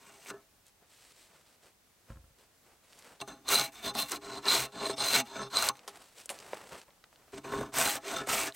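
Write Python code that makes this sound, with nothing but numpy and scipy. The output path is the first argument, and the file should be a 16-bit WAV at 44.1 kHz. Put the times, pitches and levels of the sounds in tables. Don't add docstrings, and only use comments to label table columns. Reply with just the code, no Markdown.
import sys
import numpy as np
from scipy import signal
from scipy.fft import rfft, irfft, next_fast_len
from scipy.io import wavfile
from scipy.ndimage import uniform_filter1d

SR = 44100
rng = np.random.default_rng(int(sys.argv[2]) if len(sys.argv) > 2 else 0)


def output_pcm(signal):
    pcm = np.clip(np.atleast_2d(signal).T, -1, 1) * 32767
    wavfile.write(sys.argv[1], SR, np.round(pcm).astype(np.int16))


N = 377055

# (frequency [Hz], width [Hz], relative level [dB])
POLE_MODES = [(514.6, 13, -5.5), (661, 23.3, 6), (713, 55, -2), (822.2, 12.4, 5.5), (917, 24, -0.5),
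              (1079, 54, 3.5), (1211, 26, -2), (1316, 24.4, 3.5), (1472, 69, -4.5), (1726, 52, -1.5),
              (1950, 30, -22)]
# (frequency [Hz], width [Hz], relative level [dB])
HUM_MODES = [(402.4, 15, 0)]
# (frequency [Hz], width [Hz], relative level [dB])
BLADE_MODES = [(4070, 89, 9), (4166, 24, -7), (4490, 55, -11), (8570, 380, -3.5)]


def from_db(db):
    return 10 ** (np.asarray(db) / 20)


def rms_one(x):
    return x / np.sqrt(np.mean(x ** 2) + 1e-20)


def in_time(tables):
    out = np.zeros((len(tables[0][0]) - 1, N))
    out[0] = -130
    for rows in tables:
        s, *columns = np.transpose(rows)
        stop = min(int(s[-1] * SR) + 1100, N)
        span = np.arange(int(s[0] * SR), stop)
        out[:, span] = [np.interp(span / SR, s, c) for c in columns]
    return uniform_filter1d(out, size=90, axis=1)


def colour(x, spectrum):
    hz, db = np.transpose(spectrum)
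    size = next_fast_len(N)
    bin_hz = np.arange(size // 2 + 1) * SR / size
    gain = from_db(np.interp(np.log(bin_hz + 1), np.log(hz), db, left=-90, right=-90))
    return rms_one(irfft(rfft(x, size) * gain, size)[:N])


def drift(rate_hz):
    r = np.exp(-80 * np.pi * rate_hz / SR)
    noise = rng.standard_normal(N // 40 + 1002)
    slow = signal.lfilter([1], [1, -2 * r, r * r], noise)[1000:]
    return np.interp(np.arange(N) / 40, np.arange(len(slow)), rms_one(slow))


def grains(per_s, spread_db, hiss):
    sizes = from_db(spread_db * np.minimum(rng.exponential(1, N), 4.2)) * rng.choice([-1, 1], N)
    clicks = rms_one(sizes * (rng.random(N) < per_s / SR))
    return rms_one(clicks + hiss * rng.standard_normal(N))


def resonate(x, modes, wander_db):
    gains = np.array([from_db(db + wander_db * drift(6.1)) for hz, width, db in modes])
    widths = [width for hz, width, db in modes]
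    gains /= np.sqrt(np.dot(widths, gains ** 2))
    out = 0
    for k, (hz, width, db) in enumerate(modes):
        r = np.exp(-np.pi * width / SR)
        b = (1 - r * r) / 2 * np.array([1, 0, -1])
        a = [1, -2 * r * np.cos(2 * np.pi * hz / SR), r * r]
        out = out + (-1) ** k * signal.lfilter(b, a, x * gains[k])
    return rms_one(out)


def ringing(gain, drive, modes, wander_db):
    return resonate(gain * drive, modes, wander_db) * np.sqrt(np.mean(gain ** 2))


def cracks(events, spread, top_hz, click):
    out, t = np.zeros(N + 4000), np.arange(4000) / SR
    noises = rng.standard_normal((len(events), 4000))
    for (s, middle_db, hz, low_db, high_db, t60_s), noise in zip(events, noises):
        decay = from_db(-60 * t / np.clip(t60_s, .002, .09))
        burst = (noise + click * np.sign(noise[0]) * (t == 0)) * decay
        bands = (([420, 1000], low_db), ([hz / spread, hz * spread], middle_db), ([6000, top_hz], high_db))
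        for edges_hz, db in bands:
            part = signal.sosfilt(signal.butter(2, edges_hz, "band", fs=SR, output="sos"), burst)
            out[round(s * SR):][:4000] += from_db(db) * part / np.abs(part).max()
    return out[:N]


def still_air():
    # (frequency [Hz], relative density [dB per Hz])
    mid_spectrum = [(18, -26), (30, 3), (336, -4.5), (569, -6), (760, -5.5), (1130, -9), (1320, -8.5),
                    (2900, -12), (8300, -13.5), (14800, -17), (16000, -16)]
    side_spectrum = [(18, -29), (30, 1), (70, -3), (345, -3), (404, -6), (473, -6), (13000, -11),
                     (16000, -13)]
    mid_db, side_db = -68.5, -72
    mid = from_db(mid_db + 0.76 * drift(3.2)) * colour(rng.standard_normal(N), mid_spectrum)
    side = from_db(side_db) * colour(rng.standard_normal(N), side_spectrum)
    return np.array([mid + side, mid - side])


def leaves():
    # (start [s], hold [s], dull level [dB], crisp level above dull [dB])
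    rustles = [(0.653, 0.0068, -74.5, 9), (0.812, 0.0082, -66.5, -12), (0.904, .33, -70.5, 8),
               (1.287, 0.058, -65, -5), (1.346, 0.19, -72.5, 2.5), (1.618, 0.038, -64.5, -0.5),
               (2.082, 0.018, -59.5, -5.5), (2.375, 0.061, -70, -0.5), (2.504, .01, -79, -5),
               (2.65, 0.075, -66.5, -6), (2.823, .01, -68, 0), (2.89, 0.16, -66, 3),
               (3.035, 0.084, -59.5, -5.5), (5.775, 0.093, -62.5, -7), (5.866, 0.0068, -55, -12),
               (5.916, 0.071, -57.5, -4), (6.005, 0.18, -65, 4), (6.181, 0.025, -60, 6.5),
               (6.29, .003, -51.5, -7), (6.324, 0.091, -56.5, -2), (6.438, 0.089, -54, -3),
               (6.552, 0.074, -52, -5.5), (6.668, .03, -64, 6), (6.709, 0.014, -45.5, -7.5),
               (6.764, 0.015, -56, 0.5), (6.868, 0.0082, -64.5, -21), (6.926, .13, -74.5, -16),
               (7.115, 0.0077, -71, 0), (7.16, .16, -69.5, -8)]
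    # (frequency [Hz], relative density [dB per Hz])
    dull_spectrum = [(59, -14), (100, -10.5), (303, -5.5), (514, -1.5), (1030, -4.5), (1820, -12),
                     (3000, -20.5), (3900, -41), (6600, -120)]
    crisp_spectrum = [(1180, -14), (2000, -5), (4530, -2.5), (5300, -4), (6800, -6), (8200, -2), (9800, -9),
                      (15100, -17), (16000, -13)]
    rise_s, rise_db_per_s, fall_db_per_s = 0.016, 600, 315
    slower_per_s_held = 3.7
    far_clump_db, near_clump_db, close_from_s = 1.76, 2.5, 3.2

    t, dull, crisp = np.arange(N) / SR, np.zeros(N), np.zeros(N)
    for s, hold, db, crisp_db in rustles:
        span = slice(int((s - .1) * SR), int((s + hold + .4) * SR))
        top = s + rise_s
        loss_db = np.maximum(rise_db_per_s * (top - t[span]), fall_db_per_s * (t[span] - top - hold))
        power = from_db(db - np.maximum(loss_db, 0) / (1 + slower_per_s_held * hold)) ** 2
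        dull[span] += power
        crisp[span] += power * from_db(crisp_db) ** 2
    clump_db = np.where(t < close_from_s, far_clump_db, near_clump_db) * drift(37)
    crumple = from_db(clump_db) * grains(1500, spread_db=5.5, hiss=1.7)
    return np.sqrt(dull) * colour(crumple, dull_spectrum) + np.sqrt(crisp) * colour(crumple, crisp_spectrum)


def snaps_and_taps():
    # (time [s], middle peak [dB], middle frequency [Hz], low peak [dB], high peak [dB])
    bursts = [(.6667, -47, 5920, -73, -48), (.682, -56, 4380, -74, -46), (2.9314, -41.5, 2880, -60, -62),
              (2.9906, -51, 3060, -69, -40), (3.024, -42, 3210, -65, -51), (5.7544, -43, 1680, -49, -52),
              (5.77, -42, 4310, -61, -59), (5.7927, -40.5, 2940, -60, -64), (5.878, -27, 4070, -39.5, -36),
              (5.9726, -42, 3060, -49, -42), (6.2583, -39, 4870, -52, -29), (6.2924, -24.5, 2150, -42, -26),
              (6.3017, -29, 4330, -34, -24.5), (6.3889, -32.5, 4150, -54, -51),
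              (6.402, -36, 3970, -61, -59), (6.426, -42, 1490, -49, -56), (6.5327, -34.5, 1230, -24, -54),
              (6.554, -39, 1240, -57, -58), (6.8157, -38, 3440, -60, -63), (6.906, -49, 1950, -72, -71),
              (7.0405, -39, 1990, -49, -62), (7.1285, -48.5, 1220, -67, -63),
              (7.1592, -45.5, 2210, -59, -65)]
    base_t60_s, longer_above_db, t60_s_per_db = 0.022, -32.5, 0.2
    middle_db = np.array(bursts)[:, 1]
    t60_s = base_t60_s + t60_s_per_db * np.maximum(middle_db - longer_above_db, 0)
    return cracks(np.c_[bursts, t60_s], spread=1.9, top_hz=10400, click=8.3)


def knocks():
    # (time [s], pole level [dB], hum above pole [dB], blade above pole [dB])
    hits = [(.312, -50, 7.5, -25), (.342, -52, 11, -25), (4.835, -34.5, 2, -22), (4.897, -30.5, 4, -20),
            (5.8791, -36, -11, -7), (7.331, -47.5, 4, -20), (7.521, -34, -2, -25)]
    out = np.zeros(N)
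    s, db, hum_db, blade_db = np.transpose(hits)
    for levels_db, modes in ((db, POLE_MODES), (db + hum_db, HUM_MODES), (db + blade_db, BLADE_MODES)):
        blows = np.full(N, 1e-18)
        blows[(s * SR).astype(int)] = from_db(levels_db)
        ring = resonate(blows, modes, wander_db=3.0)
        out += ring / np.abs(ring).max() * from_db(levels_db.max())
    return out


def thump():
    # (time [s], level before trim [dB])
    bounces = [(2.093, -49), (2.103, -31), (2.121, -36.5), (2.159, -41.5), (2.171, -37.5), (2.242, -47),
               (2.309, -53)]
    # (frequency [Hz], relative level [dB], t60 [s])
    prop_modes = [(57, -6.5, 0.3), (82, -7, 0.3), (122, 2.5, 0.063), (207, -8, 0.079), (303, -14.5, 0.11),
                  (535, -11, 0.15), (1064, -14, 0.062), (1340, -7, 0.022), (1620, -15, .04)]
    trim_db = -9.5
    clicks = np.full(N, 1e-18)
    clicks[[round(s * SR) for s, db in bounces]] = from_db([db + trim_db for s, db in bounces])
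    out = 0
    for hz, db, t60_s in prop_modes:
        r, w = from_db(-60 / (t60_s * SR)), 2 * np.pi * hz / SR
        out = out + from_db(db) * signal.lfilter([0, np.sin(w)], [1, -2 * r * np.cos(w), r * r], clicks)
    return out


def groan():
    # (time [s], pitch before waver [Hz], rms level [dB])
    contour = [(5.165, 252, -63), (5.18, 250, -42), (5.22, 256, -44), (5.245, 223, -51), (5.27, 185, -77)]
    s, hz, db = np.transpose(contour)
    t = np.arange(N) / SR
    pitch_hz = np.interp(t, s, hz) * (1 + 0.027 * drift(33))
    phase = 2 * np.pi * np.cumsum(pitch_hz) / SR
    level_db = np.interp(t, s, db, left=-130, right=-130)
    return np.sqrt(2) * from_db(level_db) * np.sin(phase)


def patchy(x, patchy_db):
    edges_hz = np.geomspace(1500, 9500, 6)
    bands = [signal.sosfilt(signal.butter(1, pair, "band", fs=SR, output="sos"), x)
             for pair in zip(edges_hz, edges_hz[1:])]
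    return rms_one(x + patchy_db / 10 * sum(band * drift(50) for band in bands))


def stroke_levels():
    # (time [s], force [dB], bite as crackle above force [dB], blade above force [dB])
    pressure = [
        [(0.0, -63.5, -10, -13), (0.092, -57.5, -12, -21), (0.206, -64.5, -7, -13.5), (0.262, -60, -3, -14.5),
         (0.304, -42, -13, -10.5), (0.324, -50.5, -36.5, -26), (0.364, -55, -46, -29), (0.46, -84, -19, -13)],
        [(3.19, -74, -16, 4), (3.216, -34, -20.5, -0.5), (3.234, -55.5, -39, -5), (3.258, -70, -16, -20),
         (3.268, -68, -14, 1), (3.282, -42, -19, -7.5), (3.346, -58, -24.5, -3), (3.43, -69, -18, -20)],
        [(3.44, -62.5, -28, -21), (3.488, -37, -6.5, 8), (3.516, -30, -2, -5), (3.552, -34.5, -1, 14),
         (3.612, -36, -6, 0.5), (3.65, -45, 1, 9), (3.692, -52, -15.5, -10), (3.72, -81, -8, -15)],
        [(3.72, -63, -2, -2.5), (3.752, -56.5, -6.5, -10), (3.812, -54.5, -11, -13), (3.86, -37.5, -9.5, 2.5),
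         (3.9, -39.5, -18, 4.5), (3.92, -48, -26, -12), (3.932, -62, -29.5, -14.5), (3.94, -54, -5, -5)],
        [(3.94, -51, -10, -6), (3.948, -39.5, -18, -6), (3.988, -36.5, -0.5, 7), (4.022, -40.5, -1, 10),
         (4.054, -49.5, -8, -3), (4.084, -55.5, 0, 7.5), (4.1, -46, 3, 0)],
        [(4.1, -54.5, -6, 0), (4.12, -35, -8.5, -10.5), (4.126, -35.5, -14, -7.5), (4.162, -47, -4, 5),
         (4.174, -49, -11.5, -6), (4.188, -56, -34, -12.5), (4.196, -68, -18, -20), (4.21, -65.5, -18, -8)],
        [(4.21, -60.5, -21.5, -4), (4.22, -48, -27, -5), (4.258, -48, -17, -2.5), (4.268, -44, -24, -12),
         (4.276, -46.5, -23.5, -3), (4.382, -42, -24, -1), (4.416, -61.5, -20.5, -7), (4.43, -49, -13.5, -1)],
        [(4.43, -47, -24, -4), (4.464, -33, -21, -10.5), (4.48, -35, -9, 11.5), (4.544, -31.5, -5, 7),
         (4.658, -43, -6.5, 0), (4.684, -55, -31.5, -10), (4.702, -64, -14, -12), (4.72, -69, -13, 3)],
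        [(4.72, -56, -15, 2), (4.742, -45.5, -29.5, -7), (4.87, -33, -24.5, -0.5), (4.88, -56, -1.5, 13.5),
         (4.898, -33.5, -29.5, -2), (4.914, -42, -17, 5), (4.944, -42.5, -35.5, -14), (4.96, -74, -6, -7)],
        [(4.96, -57, -15, -1), (4.99, -35.5, -23.5, 6), (5.062, -36.5, -6, 6.5), (5.124, -38, -4.5, 7.5),
         (5.152, -31.5, -3, 7), (5.21, -34.5, -8.5, -3.5), (5.236, -61, -28.5, -8), (5.26, -61, -4, -6)],
        [(5.26, -57, -11.5, -2), (5.352, -44, -27.5, -8), (5.364, -37, -29, -14), (5.384, -48, -18, -3.5),
         (5.392, -35, -35, -15.5), (5.426, -41.5, -34, -2.5), (5.474, -52, -29, -5.5), (5.5, -76, -11, -4)],
        [(5.5, -54, -15.5, 2.5), (5.552, -31, -21, 0), (5.57, -35, -12, 12.5), (5.654, -37, -4.5, -2),
         (5.692, -32, -9.5, -8), (5.702, -37, -25, -12.5), (5.728, -60, -28, -25), (5.76, -60, -13, -4.5)],
        [(7.32, -67, -5.5, -5), (7.334, -48.5, -30, -18), (7.346, -54.5, -14, -7.5), (7.368, -53, -27, -11),
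         (7.384, -48.5, -14.5, -14), (7.406, -68, -25, -13), (7.414, -64, -24, -24), (7.43, -70, -14, -7)],
        [(7.43, -68.5, -15, -5), (7.444, -44, -23, -20), (7.514, -44.5, -22, -11), (7.52, -40, -20.5, -16.5),
         (7.586, -37.5, -25.5, -26), (7.622, -39.5, -25, -23), (7.698, -53, -28, -30), (7.72, -76, -11, -16)],
        [(7.72, -51, -25, -15), (7.744, -39.5, -8, -19), (7.79, -30, -4.5, -18), (7.88, -34.5, -3, -1),
         (7.902, -39.5, 2.5, -1), (7.972, -41, -6.5, -15.5), (8.0, -58.5, -22.5, -20), (8.01, -57, -17, -18)],
        [(8.01, -66, -11.5, -12), (8.036, -47.5, -22.5, -16), (8.068, -43, -14.5, -7.5),
         (8.084, -40.5, -14.5, -16.5), (8.162, -35.5, -19, -13.5), (8.178, -39.5, -14.5, -11),
         (8.226, -39, -30.5, -25.5), (8.26, -59, -18, -21)],
        [(8.26, -56.5, -18, -20), (8.268, -41.5, -17, -20), (8.292, -32, -12, -22.5), (8.336, -34, -4, -14.5),
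         (8.458, -40, -5, -10), (8.478, -35, -11.5, -21), (8.52, -63, -15.5, -12), (8.55, -66.5, 9, -9)],
    ]
    # (deep pole [dB], pole hum [dB], tearing [dB],
    # low blade twist [dB], middle blade twist [dB], high blade twist [dB])
    grips = [(-11, -11, 5.5, -16, -24, -21), (-4, -9, 2, -14, -20, -16.5),
             (-9, -14.5, 2.5, -11, -19, -13.5), (-7.5, -9, 2.5, -14.5, -10, -15.5),
             (-7.5, -21, -0.5, -12, -15, -19), (-8, -5, 4, -20, -23, -23.5), (-8, -7, 7.5, -19.5, -23, -31),
             (-12, -10.5, 4.5, -12, -15, -28), (-10.5, -10, 6, -14, -10.5, -22),
             (-10.5, -11.5, 5, -10, -11.5, -10), (-10.5, -8, 4.5, -15, -9.5, -14.5),
             (-15, -16, 3, -18, -18, -17.5), (1.5, 0, 9.5, -22, -19, -26), (-5, -4, 3.5, -21, -20.5, -27),
             (-9.5, -16, 3, -20.5, -24, -26), (-12, -6.5, 6, -15, -15.5, -24),
             (-11.5, -11.5, 4, -14, -24, -24.5)]
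    mean_force_db, mean_bite_db = -45, -12
    tear_per_bite, twist_per_bite, deep_per_bite, sheen_per_bite = 0.53, 0.25, -.1, 0.36
    lows_per_force = -0.11

    tables = [np.c_[rows, np.tile(grip, (len(rows), 1))] for rows, grip in zip(pressure, grips)]
    force_db, bite_db, blade_db, deep_db, hum_db, tear_db, *twists_db = in_time(tables)
    bite = bite_db - mean_bite_db
    lows_db = lows_per_force * np.clip(force_db - mean_force_db, -30, 30) + deep_per_bite * bite
    return (force_db, deep_db + lows_db, hum_db + lows_db, tear_db + tear_per_bite * bite,
            sheen_per_bite * bite, blade_db, [db + twist_per_bite * bite for db in twists_db], bite_db)


def knife():
    # (time [s], middle peak [dB], middle frequency [Hz], low peak [dB], high peak [dB])
    catch_rows = [(0.2602, -42.5, 2160, -47, -47), (0.302, -38, 1240, -40.5, -35),
                  (3.2034, -33.5, 4070, -40.5, -43), (3.2772, -44, 1380, -35, -38.5),
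                  (3.489, -27, 4070, -34, -16.5), (3.5441, -22.5, 4000, -28, -10.5),
                  (3.5965, -20, 4080, -29.5, -16.5), (3.6121, -18, 4080, -32, -39),
                  (3.7402, -48, 1340, -52, -57), (3.952, -32, 4130, -30.5, -25),
                  (4.119, -37, 1340, -49, -17.5), (4.4557, -24, 4170, -38, -38),
                  (4.4843, -19, 4070, -49.5, -44), (4.5037, -23.5, 4000, -41, -33),
                  (4.5374, -35.5, 4170, -38.5, -26), (4.554, -20, 4070, -42.5, -25),
                  (4.9811, -32, 3800, -35, -48), (5.1341, -20.5, 3970, -28, -16),
                  (5.567, -35, 4170, -31, -37), (5.6244, -24, 1174, -37.5, -13.5),
                  (5.688, -14, 4420, -30.5, -10.5), (7.3367, -48, 1590, -46.5, -59),
                  (7.3791, -44, 3640, -42.5, -49), (7.4476, -41, 2180, -36, -60),
                  (7.5363, -28.5, 1450, -27, -38), (7.611, -38, 1450, -27.5, -34),
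                  (7.7398, -49, 2690, -35, -28), (7.7864, -37, 1340, -36, -11.5),
                  (7.8755, -25, 1340, -48, -16), (7.956, -38, 1340, -35.5, -22),
                  (8.2728, -34, 1550, -32.5, -28), (8.293, -32, 2960, -56, -23),
                  (8.3347, -24, 2260, -49, -33), (8.523, -38, 3500, -55.5, -45)]
    # (frequency [Hz], width [Hz], relative level [dB])
    deep_modes = [(53.7, 29, -11), (130.5, 11.4, -1), (214.4, 44, -4.5), (293.3, 22.2, 3)]
    # (frequency [Hz], width [Hz], relative level [dB])
    twist_groups = [
        [(2266, 100, -3), (2690, 65, 5), (2810, 60, -2)],
        [(3620, 75, 5.5), (5400, 160, -6)],
        [(6165, 65, 5), (6500, 60, -8)],
    ]
    # (frequency [Hz], relative density [dB per Hz])
    tear_spectrum = [(250, -11), (500, -10), (1300, -6.5), (2500, -4.5), (4000, -11), (6000, -8.5),
                     (7400, -10), (8100, -6), (8800, -8.5), (9300, -13), (10200, -24.5), (13000, -41)]
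    crackle_spectrum = [(7500, -11), (8100, 6.5), (9300, -2.5), (12000, 4.5), (16000, -1.5)]
    catch_t60_s, sheen_hz = 0.0096, 6500
    twist_flicker_db = 3.5

    force_db, deep_db, hum_db, tear_db, sheen_db, blade_db, twists_db, crackle_db = stroke_levels()
    force = from_db(force_db)
    judder = from_db(0.71 * drift(66) + 1.05 * drift(220))
    fibres = rms_one(judder * grains(4000, spread_db=4.0, hiss=1.0))
    splinters = rms_one(judder * grains(4000, spread_db=14.0, hiss=1.7))
    catches = cracks([(*row, catch_t60_s) for row in catch_rows], spread=1.198, top_hz=10560, click=5.0)

    jolt = from_db(-8) * catches
    drive = fibres + jolt / (force + from_db(-59))
    # (level above force [dB], modes, wander [dB])
    parts = [(-1.5, POLE_MODES, 2.8), (deep_db, deep_modes, 3.0),
             (hum_db, HUM_MODES, 0), (blade_db - 3.0, BLADE_MODES, 1.5)]
    for db, modes in zip(twists_db, twist_groups):
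        parts.append((db + 2.0 + twist_flicker_db * drift(11), modes, 3.0))
    rings = sum(ringing(force * from_db(db), drive, modes, wander_db) for db, modes, wander_db in parts)

    tear = patchy(colour(fibres, tear_spectrum), patchy_db=2.0)
    body = signal.sosfilt(signal.butter(1, sheen_hz, fs=SR, output="sos"), tear)
    tearing = from_db(tear_db - 6.5) * (body + from_db(sheen_db) * (tear - body))
    crackle = from_db(crackle_db) * colour(splinters, crackle_spectrum)
    return rings + force * (tearing + crackle) + catches


def scene():
    return still_air() + leaves() + snaps_and_taps() + knocks() + thump() + groan() + knife()


def record(dry):
    low_cut_hz, top_cut_hz = 32, 15930
    dry = signal.sosfilt(signal.butter(2, low_cut_hz, "high", fs=SR, output="sos"), dry)
    return signal.sosfilt(signal.ellip(12, .2, 75, top_cut_hz, fs=SR, output="sos"), dry)


dry = scene()
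out = record(dry)
output_pcm(out)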